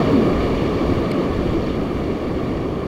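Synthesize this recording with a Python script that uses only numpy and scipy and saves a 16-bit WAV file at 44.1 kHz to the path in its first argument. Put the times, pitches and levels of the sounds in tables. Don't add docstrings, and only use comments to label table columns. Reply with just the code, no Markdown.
import sys
import numpy as np
from scipy import signal
from scipy.fft import rfft, irfft
from scipy.io import wavfile
from scipy.ndimage import uniform_filter1d

SR = 44100
rng = np.random.default_rng(int(sys.argv[2]) if len(sys.argv) > 2 else 0)


def decibels_to_gain(level_db):
    exponent = np.asarray(level_db, float) / 20
    return 10 ** exponent


def master(y):
    cut = np.clip(np.atleast_2d(y).T, -1, 1)
    pcm = np.round(cut * 32767)
    wavfile.write(sys.argv[1], SR, pcm.astype(np.int16))


N = 126567

# (time [s], level [dB])
BREAKER_FORCE = [(0, -15.5), (.06, -17.5), (.12, -15.5), (.2, -18), (.29, -16), (.34, -19), (.66, -19.5),
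                 (.82, -19.5), (.95, -19.5), (1.06, -20), (1.2, -19.5), (1.4, -21.5), (1.6, -21.5),
                 (1.82, -22.5), (1.95, -22.5), (2.2, -23), (2.5, -23), (2.87, -24.5)]
# (frequency [Hz], density [dB per Hz])
ROAR_COLOUR = [(60, -17), (150, -2), (260, 0), (400, -2), (550, -7.5), (900, -16.5), (1500, -28),
               (3000, -57)]
# (time [s], level [dB], pitch [Hz])
LOW_SWELLS = [(.09, -31, 550), (.147, -15, 273), (.19, -16, 232), (.212, -18.5, 378.5), (.255, -21, 255),
              (.27, -22.5, 345), (0.602, -24, 305), (.93, -20, 252), (1.56, -21, 330), (1.815, -21, 295),
              (2.6, -33, 613)]
# (time [s], level [dB])
FOAM_AMOUNT = [(0, -42.5), (.2, -43), (.45, -41.5), (.55, -42), (.7, -43.5), (.8, -44.5), (.86, -44.5),
               (1.3, -45), (1.42, -44.5), (1.6, -50), (1.74, -49), (1.84, -47), (2.1, -46.5), (2.3, -47.5),
               (2.55, -47), (2.7, -48.5), (2.87, -48.5)]
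# (frequency [Hz], density [dB per Hz])
FIZZ_COLOUR = [(700, -17), (1500, -1), (2500, 3.5), (4000, -4), (5500, -18), (8000, -23.5), (11000, -34.5),
               (14000, -49)]
# (time [s], lift [dB])
EDGE_NEARNESS = [(0, 3), (.3, -0.5), (.5, 0), (.6, 1), (.7, 1), (.8, 2.5), (.9, 1.5), (1.3, 0),
                 (1.42, -0.5), (1.52, 4), (1.62, 6.5), (1.7, 6.5), (1.78, 1.5), (1.86, -1), (2.3, -0.5),
                 (2.87, -2)]
# (frequency [Hz], density [dB per Hz])
SPRAY_COLOUR = [(3000, -18), (9000, 4), (11500, 3), (12500, -12), (14500, -13), (15600, -10)]
# (time [s], level [dB], pitch [Hz], t60 [s])
LARGE_BUBBLES = [(.377, -31, 1800, .02), (.488, -33, 1800, .022), (.545, -33, 2300, .022),
                 (.56, -36, 2900, .015), (.61, -36, 3600, .015), (.69, -35, 3400, .015),
                 (.70, -37, 4300, .012), (.79, -34, 2100, .022), (.8984, -30, 2200, .02),
                 (1.0858, -24, 2250, .014), (1.111, -32, 3000, .014), (1.1168, -23, 2150, .026),
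                 (1.52, -36, 2850, .025), (1.65, -38, 3900, .015), (1.69, -38, 3500, .02),
                 (1.74, -37, 3250, .025), (1.7749, -33, 1600, .02)]
# (time [s], level [dB])
DROPLET_HITS = [
    (1.1142, -35),
    (1.1166, -35),
    (1.1190, -46),
]
# (frequency [Hz], level [dB])
SNAP_COLOUR = [(1000, -12), (2600, -3), (4300, -5), (5800, -13), (8500, -8), (12000, -10), (14200, -22),
               (15600, -18)]
# (frequency [Hz], level [dB], t60 [s])
SHELL_MODES = [
    (4100, 1.5, .011),
    (4600, -3, .009),
    (8200, -11, .010),
]
# (time [s], level [dB])
GUST_LEVEL = [(0, 0.5), (.2, -1), (.45, 1), (.75, 0.5), (.95, 5.5), (1.05, -1), (1.15, -11), (1.32, 2),
              (1.47, 3), (1.65, 0), (1.85, 2), (2.05, -1), (2.3, -2.5), (2.87, -3)]
# (frequency [Hz], density [dB per Hz])
RUMBLE_COLOUR = [(10, -6), (25, -6), (45, -1), (70, 2), (110, -1.5), (200, -12.5), (400, -44), (1000, -59)]
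# (frequency [Hz], width [Hz], lift [dB])
HOUSING_MODES = [(345, 29, 1), (868, 62, -3.5), (1177, 100, 8.5), (1777, 110, 6), (2307, 192, 5.5),
                 (2535, 89, -6.5), (2870, 74, 3), (3284, 77, -1.5), (3310, 98, 3.5), (3610, 63, 2),
                 (3900, 220, -1), (4560, 260, 7), (4980, 120, -5), (5510, 540, 6), (6950, 460, 4.5),
                 (7450, 110, -2), (10300, 630, 1)]

SWELL_S = 0.015
FIZZ_LIFT_DB, POPS_DB, POPS_PER_S = 3.5, -11, 3000
BRIGHT_HZ = 3000
SPRAY_DB, SPRAY_FOLLOWS_DB_PER_DB = -70, 0.6
SNAP_T60_S = 0.013
RUMBLE_DB = -28
DUCK_DB, DUCK_S, DUCK_HZ = -20, 0.013, 7600
SPARED_HZ, SPARED_WIDTH_HZ = 10300, 350
PIT_SHARE, PIT_DB, PIT_HZ, PIT_WIDTH_HZ = 0.24, -14, 13900, 1200
BAND_LIMIT_HZ, OPEN_S = 15720, 0.002


def evened(x):
    return x / np.sqrt(np.mean(x ** 2) + 1e-20)


def read(points, hz):
    f, value = np.transpose(points)
    return np.interp(np.log(hz + 1), np.log(f + 1), value)


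def curve(points):
    s, value = np.transpose(points)
    return uniform_filter1d(np.interp(np.arange(N) / SR, s, value), size=800)


def bell(f, centre_hz, width_hz):
    return np.exp(-0.5 * ((f - centre_hz) / width_hz) ** 2)


def coloured(x, gain_db):
    x = np.pad(x, 1024, "reflect")
    gain = decibels_to_gain(gain_db(np.fft.rfftfreq(len(x), 1 / SR)))
    return irfft(rfft(x) * gain, len(x))[1024:-1024]


def churn(colour, patchy_db, flicker_db, size):
    hop = size // 4
    frames, hz = N // hop + 5, np.fft.rfftfreq(size, 1 / SR)
    a, b, patches, flicker = rng.standard_normal((frames, len(hz), 4)).T
    patches = uniform_filter1d(patches, size=10, axis=0)
    patches = evened(uniform_filter1d(patches, size=10, axis=1))
    flicker = uniform_filter1d(flicker, size=len(hz) // 2, axis=0)
    flicker = evened(uniform_filter1d(flicker, size=2, axis=1))
    level_db = read(colour, hz)[:, None] + patchy_db * patches + flicker_db * flicker
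    z = (a + 1j * b) * decibels_to_gain(level_db)
    return evened(signal.istft(z, nperseg=size, noverlap=size - hop)[1][:N])


def roar():
    return decibels_to_gain(curve(BREAKER_FORCE)) * churn(ROAR_COLOUR, patchy_db=-0.64, flicker_db=0.24, size=2048)


def low_swells():
    t, out = np.arange(N) / SR, np.zeros(N)
    for s, db, hz in LOW_SWELLS:
        swell = np.exp(-0.5 * ((t - s) / SWELL_S) ** 2)
        out += decibels_to_gain(db) * swell * np.sin(2 * np.pi * hz * (t - s))
    return out


def bubble_pops():
    size = decibels_to_gain(4.8 * np.minimum(rng.exponential(1, N), 4))
    size *= rng.random(N) < POPS_PER_S / SR
    kind = rng.integers(0, 24, N)
    t, pops = np.arange(300) / SR, np.zeros(N)
    for k, hz in enumerate(np.geomspace(1500, 14000, num=24)):
        pop = np.sin(2 * np.pi * hz * t) * (hz * t) * np.exp(-hz * t / 2.03)
        pops += signal.oaconvolve(size * (kind == k), pop * hz * decibels_to_gain(read(FIZZ_COLOUR, hz)))[:N]
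    return evened(pops)


def foam():
    sheet = churn(FIZZ_COLOUR, patchy_db=0.8, flicker_db=0.7, size=512)
    fizz = decibels_to_gain(FIZZ_LIFT_DB + curve(FOAM_AMOUNT)) * evened(sheet + decibels_to_gain(POPS_DB) * bubble_pops())

    def bright_db(f):
        return -10 * np.log10(1 + (BRIGHT_HZ / (f + 1)) ** 4 + (f / (2.1 * BRIGHT_HZ)) ** 4)

    return fizz + (decibels_to_gain(curve(EDGE_NEARNESS)) - 1) * coloured(fizz, bright_db)


def spray():
    force_db = curve(FOAM_AMOUNT)
    level_db = SPRAY_DB + SPRAY_FOLLOWS_DB_PER_DB * (force_db - force_db.mean())
    return decibels_to_gain(level_db) * churn(SPRAY_COLOUR, patchy_db=0.6, flicker_db=0.4, size=512)


def plops():
    t, out = np.arange(1200) / SR, np.zeros(N)
    attack = np.minimum(t / 0.00048, 1)
    for s, db, hz, t60_s in LARGE_BUBBLES:
        tone = np.sin(2 * np.pi * hz * t * (1 + 6 * t))
        out[round(s * SR):][:len(t)] += decibels_to_gain(db - 60 * t / t60_s) * attack * tone
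    return out


def droplet():
    t, out = np.arange(1500) / SR, np.zeros(N)
    attack = np.minimum(t / 0.0006, 1)
    ring = np.zeros(len(t))
    for hz, level_db, t60_s in SHELL_MODES:
        ring += decibels_to_gain(level_db - 60 * t / t60_s) * np.sin(2 * np.pi * hz * t * (1 + 15 * t))
    for s, db in DROPLET_HITS:
        noise = evened(coloured(rng.standard_normal(len(t)), lambda f: read(SNAP_COLOUR, f)))
        snap = noise * decibels_to_gain(-60 * t / SNAP_T60_S)
        out[round(s * SR):][:len(t)] += decibels_to_gain(db + 7.0) * attack * (0.49 * snap + ring)
    return out


def rumble():
    return decibels_to_gain(RUMBLE_DB + curve(GUST_LEVEL)) * churn(RUMBLE_COLOUR, patchy_db=1.7, flicker_db=-1.1, size=4096)


def housed(x):
    return coloured(x, lambda f: sum(db * bell(f, hz, width_hz) for hz, width_hz, db in HOUSING_MODES))


def ducked(x):
    def top_db(f):
        return -10 * np.log10(1 + (DUCK_HZ / (f + 1)) ** 12) - 30 * bell(f, SPARED_HZ, SPARED_WIDTH_HZ)

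    since_s = np.arange(N) / SR - DROPLET_HITS[-1][0] - 0.002
    duck = decibels_to_gain(DUCK_DB * (since_s > 0) * (since_s < DUCK_S))
    return x + (uniform_filter1d(duck, size=60) - 1) * coloured(x, top_db)


def pitted(x):
    hz, t, z = signal.stft(np.pad(x, 1024, "reflect"), SR, nperseg=512, noverlap=384)
    cells = rng.random((len(t) // 3 + 1, len(hz) // 6 + 1))
    cells = cells.repeat(3, 0).repeat(6, 1)[:len(t), :len(hz)].T
    share = PIT_SHARE * bell(hz, PIT_HZ, PIT_WIDTH_HZ)[:, None]
    z = z * decibels_to_gain(PIT_DB * (cells < share))
    return signal.istft(z, SR, nperseg=512, noverlap=384)[1][1024:][:N]


def scene():
    sea = housed(roar() + low_swells() + foam() + rumble()) + spray()
    return (pitted(ducked(sea)) + droplet() + plops())[None]


def roll_off(x):
    return signal.sosfilt(signal.butter(12, 16120, fs=SR, output="sos"), x)


def record(dry):
    limited = coloured(dry[0], lambda f: -np.clip((f - BAND_LIMIT_HZ) / 3, 0, 70))
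    t = np.arange(N) / SR
    to_end_s = np.minimum(t, t[::-1])
    ends = np.sin(np.pi / 2 * np.minimum(to_end_s / OPEN_S, 1)) ** 2
    return roll_off((limited * ends)[None])


dry = scene()
out = record(dry)
master(out)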